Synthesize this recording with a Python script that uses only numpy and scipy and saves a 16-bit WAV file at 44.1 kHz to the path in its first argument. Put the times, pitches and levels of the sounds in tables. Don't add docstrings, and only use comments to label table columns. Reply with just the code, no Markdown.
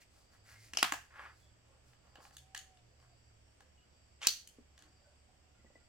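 import sys
import numpy as np
from scipy import signal
from scipy.fft import irfft
from scipy.io import wavfile
from scipy.ndimage import uniform_filter1d

SR = 44100
rng = np.random.default_rng(int(sys.argv[2]) if len(sys.argv) > 2 else 0)


def ratio(d):
    e = np.asarray(d, float) / 20
    return 10 ** e


def store_wav(level_fs):
    pcm = np.round(np.clip(np.atleast_2d(level_fs), -1, 1) * 32767)
    wavfile.write(sys.argv[1], SR, pcm.T.astype(np.int16))


N = 259308

# start in seconds, peak in dB, rise in seconds, crack in dB, room in dB.
BOUNCES = [
    (0.734, -31, 0.002, -8, 0),
    (0.771, -13.5, 0.0019, -7, 0.5),
    (0.827, -9, 0.002, -6.5, -2),
    (0.921, -16.5, 0.002, -3, -0.5),
]
# frequency in Hz, level in dB per Hz.
BOUNCE_COLOURS = [
    [(120, -42), (200, -8.5), (1040, -13.5), (1370, -8), (1940, -10), (2750, -3), (3760, -17), (4770, -9.5),
     (8270, -16.5), (16000, -33.5)],
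    [(120, -55.5), (200, -31.5), (311, -14.5), (548, -20), (671, -9), (1020, -16), (1980, -11.5),
     (2960, 1.5), (3490, -14.5), (5420, -3.5), (7270, -15.5), (12400, -23.5), (16000, -42.5)],
    [(71, -46.5), (120, -18.5), (295, -15), (362, -18.5), (546, -27.5), (742, -4.5), (856, -7.5),
     (1140, -2.5), (1940, -7.5), (3310, -8), (3740, -14), (4140, -13), (7500, -20), (12300, -25),
     (16000, -30.5)],
    [(88, -50.5), (150, -36), (309, -8.5), (398, -23), (774, -0.5), (1480, -7), (1600, 0), (2270, -11),
     (2760, -7), (3770, -19.5), (7180, -12.5), (9260, -22.5), (16000, -25.5)],
]
# start in seconds, peak in dB, rise in seconds, room in dB.
SNIP_EVENT = (4.2694, -2.5, .0019, -2.5)
# frequency in Hz, level in dB per Hz.
SNIP_COLOUR = [(59, -56), (100, -26), (550, -22), (918, -26.5), (1380, -11.5), (1700, -26), (1850, -11),
               (2200, -11.5), (2900, 1), (4080, -9.5), (4440, 2.5), (5860, 2), (9980, -16), (15000, -11),
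               (16300, -16)]
# frequency in Hz, decay t60 in seconds, level in dB.
BLADE_RINGS = [(4400, .0045, 2.0), (6000, .012, -3.5)]
# time in seconds, level in dB.
CRUSH_LEVEL = [
    (4.205, -72.5),
    (4.217, -55.5),
    (4.23, -44),
    (4.255, -43),
    (4.262, -51),
    (4.268, -37),
]
# frequency in Hz, level in dB per Hz.
FIBRE_COLOUR = [(180, -58), (300, -28), (967, -7.5), (1100, -6), (1450, -7), (1620, -6), (3070, -2.5),
                (4130, -12), (6490, -10), (12500, -31), (16200, -52), (22000, -120)]
# start in seconds, peak in dB, strongest ring in Hz,
# thump share in dB, fizz share in dB.
LIGHT_TAPS = [(1.65, -68, 520, 2, -16), (1.933, -54.5, 1200, -10, -36), (2.07, -58.5, 1210, -3, -25),
              (2.155, -44, 2800, -4, -31), (2.228, -54, 4600, -14, -10), (2.251, -43, 1200, 1, -23),
              (2.308, -54, 770, 0, -19), (2.367, -38, 3500, -26, -8), (2.547, -31, 1900, -21, -20),
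              (2.575, -32, 6610, -40, -17), (2.771, -55, 3450, -31, -26), (2.999, -60, 4720, -10, -16),
              (3.605, -47, 1520, -6, -16.5), (4.216, -38, 2200, -18, -30), (4.473, -42, 3100, -38.5, -3),
              (4.777, -48, 1700, -25, -22), (4.789, -51, 6160, -15, -16), (4.822, -47, 1590, -29, -18)]
# frequency in Hz, decay t60 in seconds, level in dB.
STEEL_RINGS = [(800, 0.024, -4), (1200, .012, -7.5), (1700, .01, 0), (2960, 0.004, 0.5), (4300, .008, -3),
               (6360, 0.0047, 1.5)]
# start in seconds, length in seconds, peak in dB,
# centre in Hz, hiss share in dB.
STROKES = [(0.0, .045, -65, 2200, -1), (.09, .2, -76, 950, 2), (.29, .11, -72, 1500, -2),
           (.435, .17, -63, 1700, -2), (.55, .2, -69, 2100, 3), (1.095, .26, -53, 1500, -20),
           (1.3, .2, -88, 1250, 12), (1.62, .2, -75, 800, -14), (1.82, .16, -80, 1200, 3),
           (2.01, .12, -73, 850, -12), (2.11, .2, -66, 950, -22), (2.19, .13, -72, 1040, 5),
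           (2.32, .05, -70, 1050, 2), (2.96, .16, -74, 1135, -9), (4.77, .15, -74, 1560, -14)]
# start in seconds, peak in dB, pitch in Hz.
STEM_LANDINGS = [
    (2.18, -58, 340),
    (4.584, -48.5, 315),
    (5.59, -61.5, 250),
    (5.643, -54, 480),
    (5.701, -59, 600),
    (5.752, -54, 553),
]
# start in seconds, peak in dB, pitch in Hz.
POT_PINGS = [
    (5.5898, -75, 1990),
    (5.655, -67.5, 1956),
    (5.751, -58.5, 1975),
]
# delay in seconds, level in dB.
GROUND_ECHO = (.0036, -10.5)
# delay in seconds, level over the tail in dB, spread in seconds.
ROOF_ECHO = (.013, 3.9, .006)
# frequency in Hz, t60 in seconds.
SHED_DECAY = [(250, 0.2), (700, 0.22), (1700, 0.32), (4600, 0.31), (8000, .32), (14000, .28)]
# frequency in Hz, lead of the left port in radians.
PORT_LEAD = [(100, -.2), (1000, -.9), (3000, -1.1), (6000, -1.3), (16000, -1.4)]
# frequency in Hz, width in Hz, throbs per second, throb depth,
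# left minus right in dB; then loudest level in dB, swell in dB, period in seconds, first top in seconds.
INSECT_SINGERS = [
    ((4720, 290, 25, .25, -1), (-80, 14, .93, .36)),
    ((7680, 380, 397, .4, 4), (-83, 9, .87, .55)),
    ((8100, 300, 397, .4, 4), (-86, 12, .85, .1)),
    ((5530, 15, 75, 2.5, -1), (-95, 10, 9, 4.2)),
]
# frequency in Hz, width in Hz, level in dB.
PUMP = (70, 12, -71.5)
# time in seconds, firing rate in Hz, level in dB.
FAR_ENGINE = [(0.0, 97, -78), (.6, 107, -69), (.9, 120, -71), (1.1, 108, -76), (1.7, 117, -76),
              (2.1, 125, -73), (2.35, 131, -65), (2.7, 117, -71), (3.1, 120, -70), (3.4, 108, -79),
              (4.0, 106, -83), (5.88, 112, -78)]
# time in seconds, pitch in Hz, level in dB.
COO = [
    (2.41, 746.2, -78.5),
    (2.502, 768.2, -74),
    (2.58, 762.8, -66),
    (2.654, 763.7, -78),
    (2.722, 752.0, -69.5),
    (2.828, 707.6, -82),
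    (2.87, 749.2, -89.5),
]
# start in seconds, length in seconds, pitch in Hz, level in dB.
BLURRED_CALLS = [(.521, .151, 2121, -71), (1.401, .121, 3401, -79), (1.641, .181, 531, -77),
                 (2.901, .141, 501, -81), (3.061, .101, 691, -77), (3.601, .101, 521, -77),
                 (3.761, .101, 2901, -77), (4.701, .501, 751, -85), (4.781, .161, 296, -75),
                 (4.981, .181, 581, -75), (5.021, .121, 1511, -81), (5.271, .101, 731, -77),
                 (5.401, .181, 741, -83), (5.531, .111, 1401, -81), (5.751, .101, 1402, -83)]
# frequency in Hz, level in dB per Hz.
AIR_COLOUR = [(22, -24), (42, -3), (110, -7), (170, -12), (452, -16), (583, -13), (1020, -20.5),
              (2890, -21.5), (3940, -23.5), (4790, -22.5), (6530, -28), (7950, -23), (9410, -49.5),
              (10800, -39), (15200, -46.5), (16500, -52)]
# frequency in Hz, likeness from -1 to 1.
PORT_LIKENESS = [(60, 0.72), (180, 0.78), (550, -0.068), (1650, 0.025), (4970, -0.16), (15000, -0.01)]
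# frequency in Hz, left minus right in dB.
AIR_BALANCE = [(60, -4.5), (240, -2.5), (950, -1), (3770, -3.5), (15000, 5.5)]
# frequency in Hz, level in dB.
HOUSING_DIP = [(3000, 0.5), (3500, -2), (4000, -5), (4400, -2.5), (4700, 0)]


def blow(row, colour, modes=()):
    start, peak_db, rise_s, crack_db, room_db = row
    out = []
    for push in contact(rise_s, crack_db):
        rings = sum(ratio(db) * evened(resonate(push, hz, 2.2 / t60)) for hz, t60, db in modes)
        out.append(evened(evened(coloured(push, colour)) + rings))
    return start, ratio([[peak_db], [peak_db + room_db]]) * out / abs(out[0]).max()


def snip():
    start, peak_db, rise_s, room_db = SNIP_EVENT
    crack_db = -3.0
    return blow((start, peak_db, rise_s, crack_db, room_db), SNIP_COLOUR, BLADE_RINGS)


def crush():
    s, db = np.transpose(CRUSH_LEVEL)
    t = np.arange(s[0], s[-1], 1 / SR)
    cracks = coloured(grit(len(t), 11000, 2.8), FIBRE_COLOUR)
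    return s[0], ratio(np.interp(t, s, db)) * evened(cracks)


def tap(start, peak_db, ring_hz, thump_db, fizz_db):
    rise_s, crack_db, room_db = 0.0018, -5.5, 1.0
    steel_db, ring_db, ring_s = -3.5, -6, 0.0089
    shade = [(60, thump_db - 32), (450, thump_db - 11), (800, thump_db),
             (3000, -14), (8500, fizz_db - 1), (16000, fizz_db - 16)]
    out = []
    for push in contact(rise_s, crack_db):
        steel = sum(ratio(db) * evened(resonate(push, hz, 1.3 / t60)) for hz, t60, db in STEEL_RINGS)
        broad = coloured(evened(push) + ratio(steel_db) * evened(steel), shade)
        ring = resonate(push, ring_hz, 2.14 / ring_s)
        out.append(evened(evened(broad) + ratio(ring_db) * evened(ring)))
    return start, ratio([[peak_db], [peak_db + room_db]]) * out / abs(out[0]).max()


def drag(start, length, peak_db, hz, hiss_db):
    rise_share, edge_db, room_db = 0.45, -18, -5
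    u = np.arange(round(length * SR)) / (length * SR)
    off_peak = np.where(u < rise_share, 1 - u / rise_share, (u - rise_share) / (1 - rise_share))
    grains = resonate(resonate(grit(len(u), 2600, 2.8), hz, 1100), hz, 1500)
    scrape = coloured(grains, [(120, -21), (300, -6.5), (750, -1), (2200, -6), (3500, -7), (6000, -20)])
    hiss = coloured(grit(len(u), 14000, 2.25), [(2000, -26), (4500, 3), (9000, -4.5), (16000, -13)])
    stroke = ratio(peak_db + edge_db * off_peak ** 2) * signal.windows.tukey(len(u), 0.08)
    return start, (evened(scrape) + ratio(hiss_db) * evened(hiss)) * stroke * ratio([[0], [room_db]])


def thud(start, peak_db, hz):
    t = np.arange(3000) / SR / 0.0034
    push = rng.standard_normal(3000) * t * np.exp(-t)
    puff = coloured(push, [(40, -22), (170, -7), (hz, 0), (1.8 * hz, -12), (2500, -55)])
    return start, peaked(puff, peak_db) * ratio([[0], [-2.5]])


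def pot_ping(start, peak_db, hz):
    t60, push_s, room_db = 0.027, 0.0032, -5
    t = np.arange(4000) / SR / push_s
    push = (0.59 + rng.standard_normal(4000)) * t * np.exp(-t)
    ring = resonate(resonate(push, hz, 1.9 / t60), hz, 1.6 / t60)
    return start, peaked(ring, peak_db) * ratio([[0], [room_db]])


def shed(direct, feed):
    tail_db, count = -3.5, SR // 2
    taps = np.zeros((2, count))
    at = np.arange(0, count - 6, 6) + rng.integers(0, 6, (2, (count - 1) // 6))
    np.put_along_axis(taps, at, rng.standard_normal(at.shape), 1)
    taps[1] += 0.28 * taps[0]
    hz, t, z = signal.stft(taps, SR, nperseg=128)
    decay = ratio(-60 * t / read(SHED_DECAY, hz)[:, None])
    tail = signal.istft(z * decay, SR, nperseg=128)[1][:, :count]

    roof_s, roof_db, spread_s = ROOF_ECHO
    late = np.arange(count) / SR - roof_s
    after = 1 + (ratio(roof_db) - 1) * np.exp(-abs(late) / spread_s)
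    tail *= np.where(late < 0, np.exp(late / 0.009), after)
    tail *= ratio(tail_db) / np.linalg.norm(tail, axis=1, keepdims=True)

    ground_s, ground_db = GROUND_ECHO
    hz = np.fft.rfftfreq(1024, 1 / SR)
    lead = np.exp(0.5j * np.multiply.outer([1, -1], read(PORT_LEAD, hz)))
    bounce = ratio(ground_db) * np.exp(-2j * np.pi * hz * ground_s) * lead[::-1]
    early = np.roll(irfft(lead + bounce), 64, axis=1)
    near = signal.fftconvolve(direct[None], early, axes=1)[:, 64:N + 64]
    return near + signal.fftconvolve(feed[None], tail, axes=1)[:, :N]


def insects():
    t, out = np.arange(N) / SR, np.zeros((2, N))
    for (hz, width, per_s, depth, pan_db), (db, swell_db, period, top) in INSECT_SINGERS:
        throb = 1 + depth * np.sin(2 * np.pi * per_s * t)
        phrase = ratio(db - swell_db * np.sin(np.pi * (t - top) / period) ** 2)
        alike = narrow(hz, width) * ratio([[pan_db / 2], [-pan_db / 2]])
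        unlike = narrow(hz, width) * np.array([[1], [-1]])
        out += phrase * throb * (alike + 0.6 * unlike)
    return out


def hum():
    t, (s, hz, db) = np.arange(N) / SR, np.transpose(FAR_ENGINE)
    engine = ratio(np.interp(t, s, db)) * narrow(np.interp(t, s, hz), 6)
    pump_hz, pump_width, pump_db = PUMP
    return (ratio(pump_db) * narrow(pump_hz, pump_width) + engine) * ratio([[-1.2], [1.2]])


def fowl():
    out, (s, hz, db) = np.zeros(N), np.transpose(COO)
    t = np.arange(s[0], s[-1], 1 / SR)
    note = np.sin(2 * np.pi * np.cumsum(np.interp(t, s, hz)) / SR) * signal.windows.tukey(len(t), 0.1)
    add(out, s[0], np.sqrt(2) * ratio(np.interp(t, s, db)) * note)
    for start, length, hz, db in BLURRED_CALLS:
        noise = rng.standard_normal(round(length * SR))
        call = evened(resonate(noise, hz, 12 + 0.012 * hz))
        add(out, start, ratio(db) * call * signal.windows.tukey(len(noise), 0.5))
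    return out * ratio([[-1.5], [1.5]])


def air():
    level_db = -69
    frames, hz = N // 256 + 5, np.fft.rfftfreq(1024, 1 / SR)
    a, b, c, d, patches = rng.standard_normal((frames, 513, 5)).T
    patches = evened(uniform_filter1d(uniform_filter1d(patches, 8, 0), 16, 1))
    same = np.clip(read(PORT_LIKENESS, hz), -1, 1)[:, None]
    left, other = a + 1j * b, c + 1j * d
    z = np.array([left, same * left + np.sqrt(1 - same ** 2) * other])
    balance = np.multiply.outer([0.5, -0.5], read(AIR_BALANCE, hz))[..., None]
    z *= ratio(read(AIR_COLOUR, hz)[:, None] + 0.7 * patches + balance)
    return ratio(level_db) * evened(signal.istft(z, nperseg=1024, noverlap=768)[1][:, :N])


def contact(rise_s, crack_db):
    t = np.arange(3000) / SR / rise_s
    rub = rng.standard_normal(len(t)) * t ** 2 * np.exp(-2 * t)
    crack = np.sinc(t * rise_s * SR - rise_s * SR) * (abs(t - 1) < 1)
    both = rub / np.linalg.norm(rub) + ratio(crack_db) * crack
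    return np.array([both, crack * np.hypot(1, ratio(crack_db))])


def grit(count, per_s, spread_db):
    n = SR // 2
    size, chance, sign = rng.exponential(1, n), rng.random(n), rng.standard_normal(n)
    clicks = ratio(spread_db * np.minimum(size, 4)) * (chance < per_s / SR) * sign
    return evened(clicks[:count])


def narrow(hz, width):
    return evened(resonate(resonate(rng.standard_normal(N), hz, width), hz, width))


def resonate(x, hz, width):
    turn = np.exp(2j * np.pi * np.cumsum(hz * np.ones(len(x))) / SR)
    r = np.exp(-np.pi * width / SR)
    return 2 * (turn * signal.lfilter([1 - r], [1, -r], x / turn + 1e-18)).real


def coloured(x, points):
    log_gain = np.log(ratio(read(points, abs(np.fft.fftfreq(4096, 1 / SR)))))
    response = np.fft.ifft(np.exp(np.conj(signal.hilbert(log_gain)))).real[:1024]
    return signal.oaconvolve(x, response)[:len(x)]


def read(points, hz):
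    f, value = np.transpose(points)
    return np.interp(np.log(hz + 1), np.log(f + 1), value)


def evened(x):
    return x / np.sqrt(np.mean(x ** 2) + 1e-20)


def peaked(x, db):
    return ratio(db) * x / abs(x).max()


def add(mix, start, sound):
    part = mix[..., round(start * SR):][..., :sound.shape[-1]]
    part += sound[..., :part.shape[-1]]


def scene():
    near = np.zeros((2, N))
    for row, colour in zip(BOUNCES, BOUNCE_COLOURS):
        add(near, *blow(row, colour))
    add(near, *snip())
    add(near, *crush())
    for source, rows in ((tap, LIGHT_TAPS), (drag, STROKES), (thud, STEM_LANDINGS), (pot_ping, POT_PINGS)):
        for row in rows:
            add(near, *source(*row))
    far = np.array([coloured(port, HOUSING_DIP) for port in air() + insects()])
    return shed(*near) + far + hum() + fowl()


def top_cut(x):
    return signal.sosfilt(signal.butter(12, 16810, fs=SR, output="sos"), x)


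def record(dry):
    high_pass = signal.firwin(63, 6500, pass_zero=False, fs=SR)
    treble = signal.oaconvolve(dry, high_pass[None], "same")
    tilted = dry + treble * (ratio([[1.2], [-1.2]]) - 1)
    band_limit = signal.firwin(255, 16400, window=("kaiser", 9), fs=SR)
    limited = signal.oaconvolve(tilted, band_limit[None], "same")
    return top_cut(limited)


dry = scene()
out = record(dry)
store_wav(out)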